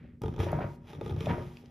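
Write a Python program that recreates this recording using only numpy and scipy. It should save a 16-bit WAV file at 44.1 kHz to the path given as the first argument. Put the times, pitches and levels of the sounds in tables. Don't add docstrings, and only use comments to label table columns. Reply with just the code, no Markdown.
import sys
import numpy as np
from scipy import signal
from scipy.fft import rfft, irfft
from scipy.io import wavfile

SR = 44100
rng = np.random.default_rng(int(sys.argv[2]) if len(sys.argv) > 2 else 0)


def generate_wav(sig):
    pcm = np.round(np.clip(np.atleast_2d(sig).T, -1, 1) * 32767).astype(np.int16)
    wavfile.write(sys.argv[1], SR, pcm)


N = 74970
FFT_SIZE = 131072

# t/s, knock level/dB, crack level/dB
FIBRE_SNAPS = [(0.2182, -7.5, -17.5), (0.236, 4, 1.5), (0.259, -1, 0), (0.2813, -1, 0), (0.3397, -9, -5),
               (0.3631, -11, -2), (0.381, -5, -8), (0.391, -1, -1), (.402, 7, 5.5), (0.433, 0, 2),
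               (0.932, -9, -1.5), (.950, -13, -6), (1.0115, -3.5, 1.5), (1.062, -8, 2), (1.079, -17.5, -3),
               (1.096, -5, -0.5), (1.109, -7.5, -2), (1.1237, -8, -8.5), (1.163, -8.5, -2.5),
               (1.207, -5, 8.5), (1.259, -3.5, 8)]
# t/s, low cut f/Hz, level/dB
THIN_CLICKS = [(0.2187, 920, -29), (.518, 8200, -26.5)]
# t/s, level/dB
TEAR_ENVELOPE = [(.21, -56), (.225, -15), (.38, -19.5), (.40, 2.5), (.445, 1), (.49, -11.5), (.75, -24),
                 (.80, -37), (.895, -7.5), (.995, -20.5), (1.06, -8), (1.17, -16), (1.21, -3.5),
                 (1.7, -24.5)]
# t/s, level/dB
SKID_ENVELOPE = [(.09, -39.5), (.19, -65), (.25, -26), (.36, -25.5), (.492, -2.5), (.645, 0), (.69, -10.5),
                 (.80, -28), (1.245, -14.5), (1.295, 4.5), (1.41, -8), (1.56, -32)]
# t/s, f/Hz, level/dB
RIDGES = [(0.048, 550, -29), (.467, 590, -8), (.5298, 648, 1), (.589, 683, -4), (.642, 640, -9),
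          (1.015, 527, -10), (1.270, 620, 0), (1.382, 594, -7), (1.638, 414, -22)]
# t/s, length/s, f/Hz, level/dB
GRAIN_PATCHES = [(0.028, 0.15, 1830, -24), (0.408, 0.021, 1110, -7), (0.491, 0.0084, 1720, 2),
                 (0.534, 0.0074, 1070, -1), (0.592, 0.0083, 1090, -4.5), (0.613, 0.0071, 1580, -11),
                 (0.63, 0.031, 1060, -2.5), (1.304, 0.025, 1900, 2.5)]
# start t/s, end t/s, level/dB
GLIDE_SPANS = [(0.472, 0.756, -3), (1.248, 1.613, -4.5)]
# t/s, level/dB
LOAD_ENVELOPE = [(0, -10), (.205, -30.5), (.22, 0.5), (.60, -1.5), (.68, -8), (.885, -23), (.905, -8),
                 (1.04, -1), (1.24, -5), (1.29, 2.5), (1.48, -9.5), (1.56, -26)]
# t/s, f/Hz, level/dB
TOOL_LURCHES = [(0.241, 89, 4.5), (0.281, 109, -23), (.391, 94.3, 6), (0.47, 133.6, -0.5),
                (0.529, 151.7, 1), (1.113, 92, 2.5), (1.17, 96.4, 2), (1.274, 124.5, 3.5)]
# t/s, level/dB
CHIP_TICKS = [(1.5705, -0.5), (1.659, -8)]

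# f/Hz, t60/s, level when cut/dB, level when skidded on/dB
BOARD_MODES = [(92.6, 0.3, 1, -23), (145.1, 0.72, -8, 2), (358, 0.81, -2.5, -3), (441.7, 0.081, -2, -3.5),
               (569, 0.064, -16, -2), (673, 0.39, -13, -18), (836, 0.025, -4, -50),
               (944.4, 0.098, -36, 1.5), (1213, 0.13, -8, -4)]
# f/Hz, t60/s, level/dB
BLADE_MODES = [(2530, 0.015, 10), (3310, 0.0053, 9.5), (3580, 0.032, 8), (5410, 0.013, -1),
               (6660, 0.014, -6.5)]
# f/Hz, relative level/dB
KNOCK_EQ = [(40, 3), (100, -23.5), (400, 22), (850, -1), (1400, -58), (8000, -80)]
TEAR_EQ = [(1100, 1), (3500, -2.5), (4400, -15), (5400, -9), (8500, -24.5), (10000, -15.5), (14000, -24.5),
           (15300, -42)]
RUB_EQ = [(80, 6.5), (620, 4.5), (1200, -7), (2300, -12), (5000, -61), (16000, -9)]
HISS_EQ = [(1500, 0.5), (4500, 1), (8500, -5), (13500, -5.5), (15500, -26)]
BENCH_EQ = [(20, -19), (45, -6.5), (90, -2.5), (150, 0), (220, -10.5), (2000, -53)]
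CHIP_EQ = [(500, -50.5), (2600, 9.5), (7000, -7.5), (15000, -43)]
SHOP_EQ = [(60, 12), (150, 12), (400, -2.5), (800, -29.5), (5000, -41), (15000, -48)]
# f/Hz, level/dB
MACHINE_HUM = [(240, -57)]
# f/Hz, phase/rad
LEFT_LEAD = [(400, 0), (1200, -.8), (1900, .3), (5000, 0), (6700, -1), (11000, -6.1), (13500, -6.7)]
# f/Hz, level/dB
LEFT_EXCESS = [(80, .3), (140, .8), (280, 2.3), (1100, -2), (4000, 0)]

KNOCK_DB, CRACK_DB, TEAR_DB = -6, -27, -43
SKID_DB, BUMP_DB, RASP_DB, HISS_DB = -36, -19, -44.5, -67.5
BENCH_DB, LURCH_DB, CHIP_DB, SHOP_DB, ROOM_DB = -34, -28, -28.5, -54, -7.5
TEAR_PER_S, SKID_PER_S, SHUDDER_PER_S = 1800, 1500, 250
TIME = np.arange(N) / SR


def fibres():
    times, knock_db, crack_db = np.array(FIBRE_SNAPS).T
    pushes = blows(times, knock_db, crumble_s=0.037, crumble_db=-0.5)
    knocks = soft(through(pushes, contact(KNOCK_EQ, ring_db=4)))
    breaks = blows(times, crack_db, crumble_s=0.014, crumble_db=7)
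    edge = unit(colour(TEAR_EQ) + undb(1) * ring(BLADE_MODES))
    cracks = filtered(through(breaks, edge), 1, 2600, "high")
    ripping = grains(TEAR_PER_S, spread_db=1.5) * curve(TEAR_ENVELOPE)
    tear = through(ripping, contact(TEAR_EQ, ring_db=1.5))
    return undb(KNOCK_DB) * knocks + undb(CRACK_DB) * cracks + undb(TEAR_DB) * tear


def thin_clicks():
    clicks = 0
    for s, hz, db in THIN_CLICKS:
        clicks += filtered(blows([s], [db], crumble_s=0.0091, crumble_db=3), 2, hz, "high")
    return through(clicks, colour(HISS_EQ))


def skid():
    slips = grains(SKID_PER_S, spread_db=2.5) * curve(SKID_ENVELOPE)
    return undb(SKID_DB) * soft(through(slips, contact(RUB_EQ, ring_db=-5, skidding=True)))


def bumps(rise_s=0.00039, fall_s=0.0036):
    knocks = 0
    for s, hz, db in RIDGES:
        age = np.maximum(TIME - s, 0)
        envelope = (1 - np.exp(-age / rise_s)) * np.exp(-age / fall_s)
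        knocks += undb(db) * envelope * np.sin(2 * np.pi * hz * age)
    return undb(BUMP_DB) * soft(knocks)


def rasps():
    swells = 0
    for s, length, hz, db in GRAIN_PATCHES:
        band_hz = hz * np.exp([-0.27, 0.27])
        crunch = soft(filtered(grains(SKID_PER_S, spread_db=-3.5), 1, band_hz, "band"))
        envelope = np.exp(-2 * ((TIME - s) / length) ** 2)
        swells += undb(db) * envelope * unit(crunch) * np.sqrt(N)
    return undb(RASP_DB) * swells


def glide(fade_s=0.016):
    gate = sum(undb(db) * np.interp(TIME, [start - fade_s, start, end, end + fade_s], [0, 1, 1, 0])
               for start, end, db in GLIDE_SPANS)
    return undb(HISS_DB) * gate * through(rng.standard_normal(N), colour(HISS_EQ))


def bench(rise_s=0.0098):
    strain = grains(SHUDDER_PER_S, spread_db=2.5) * curve(LOAD_ENVELOPE)
    shudder = through(strain, contact(BENCH_EQ, ring_db=-36, skidding=True))
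    thuds = 0
    for s, hz, db in TOOL_LURCHES:
        age = np.maximum(TIME - s, 0)
        envelope = age / rise_s * np.exp(1 - age / rise_s)
        thuds += undb(db) * envelope * np.sin(2 * np.pi * hz * age)
    return soft(undb(BENCH_DB) * shudder + undb(LURCH_DB) * thuds)


def chips():
    taps = blows(*np.array(CHIP_TICKS).T, crumble_s=0.0079, crumble_db=-0.5)
    return undb(CHIP_DB) * through(taps, colour(CHIP_EQ))


def workshop():
    spectra = rfft(rng.standard_normal((3, FFT_SIZE))) * undb(across(SHOP_EQ))
    mid, left, right = (unit(irfft(spectrum)[:N]) * np.sqrt(N) for spectrum in spectra)
    hum = sum(undb(db) * np.sqrt(2) * np.sin(2 * np.pi * (hz * TIME + rng.random()))
              for hz, db in MACHINE_HUM)
    return undb(SHOP_DB) * (mid + undb(-16.5) * np.array([left, right])) + hum


def blows(times, levels_db, crumble_s, crumble_db):
    force = np.zeros(2 * N)
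    for s, db in zip(times, levels_db):
        push = undb(crumble_db) * tail(crumble_s)
        push[0] += 1
        start = int(s * SR)
        force[start:start + N] += undb(db) * unit(push)
    return force[:N]


def grains(per_s, spread_db):
    size = undb(spread_db * np.minimum(rng.exponential(size=N), 4)) * rng.choice([-1, 1], N)
    return unit(size * (rng.random(N) < per_s / SR)) * np.sqrt(N)


def contact(eq, ring_db, skidding=False):
    modes = [(hz, t60, skid_db if skidding else cut_db) for hz, t60, cut_db, skid_db in BOARD_MODES]
    return unit(colour(eq) + undb(ring_db) * ring(modes))


def ring(modes):
    return unit(sum(undb(db) * unit(np.sin(2 * np.pi * hz * TIME) * undb(-60 * TIME / t60))
                    for hz, t60, db in modes))


def tail(t60_s):
    return unit(rng.standard_normal(N) * undb(-60 * TIME / t60_s))


def colour(eq):
    cepstrum = irfft(across(eq) * np.log(10) / 20)
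    cepstrum[1:FFT_SIZE // 2] *= 2
    cepstrum[FFT_SIZE // 2 + 1:] = 0
    return unit(irfft(np.exp(rfft(cepstrum)))[:N])


def across(points):
    hz, value = np.array(points, float).T
    bin_hz = np.arange(FFT_SIZE // 2 + 1) * SR / FFT_SIZE
    return np.interp(np.log(bin_hz + 1), np.log(hz), value)


def curve(points):
    return undb(np.interp(TIME, *np.array(points).T))


def soft(x):
    return filtered(x, 3, 3060, "low")


def filtered(x, order, hz, kind):
    return signal.sosfilt(signal.butter(order, hz, kind, fs=SR, output="sos"), x)


def through(force, response):
    return signal.fftconvolve(force, response)[:N]


def unit(x):
    return x / np.sqrt(np.sum(x ** 2))


def undb(db):
    return 10 ** (np.asarray(db) / 20)


def scene():
    work = fibres() + thin_clicks() + skid() + bumps() + rasps() + glide() + bench() + chips()
    left = undb(across(LEFT_EXCESS) / 2) * np.exp(0.5j * across(LEFT_LEAD))
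    direct = np.array([irfft(rfft(work, FFT_SIZE) * side)[:N] for side in (left, 1 / left)])
    send = filtered(work, 2, 250, "high")
    reverb = np.array([through(send, tail(t60_s=0.22)) for _ in range(2)])
    return direct + undb(ROOM_DB) * reverb + workshop()


def record(dry):
    top_cut = signal.ellip(8, 0.2, 70, 15600, fs=SR, output="sos")
    return signal.sosfilt(top_cut, filtered(dry, 2, 57, "high"))


dry = scene()
out = record(dry)
generate_wav(out)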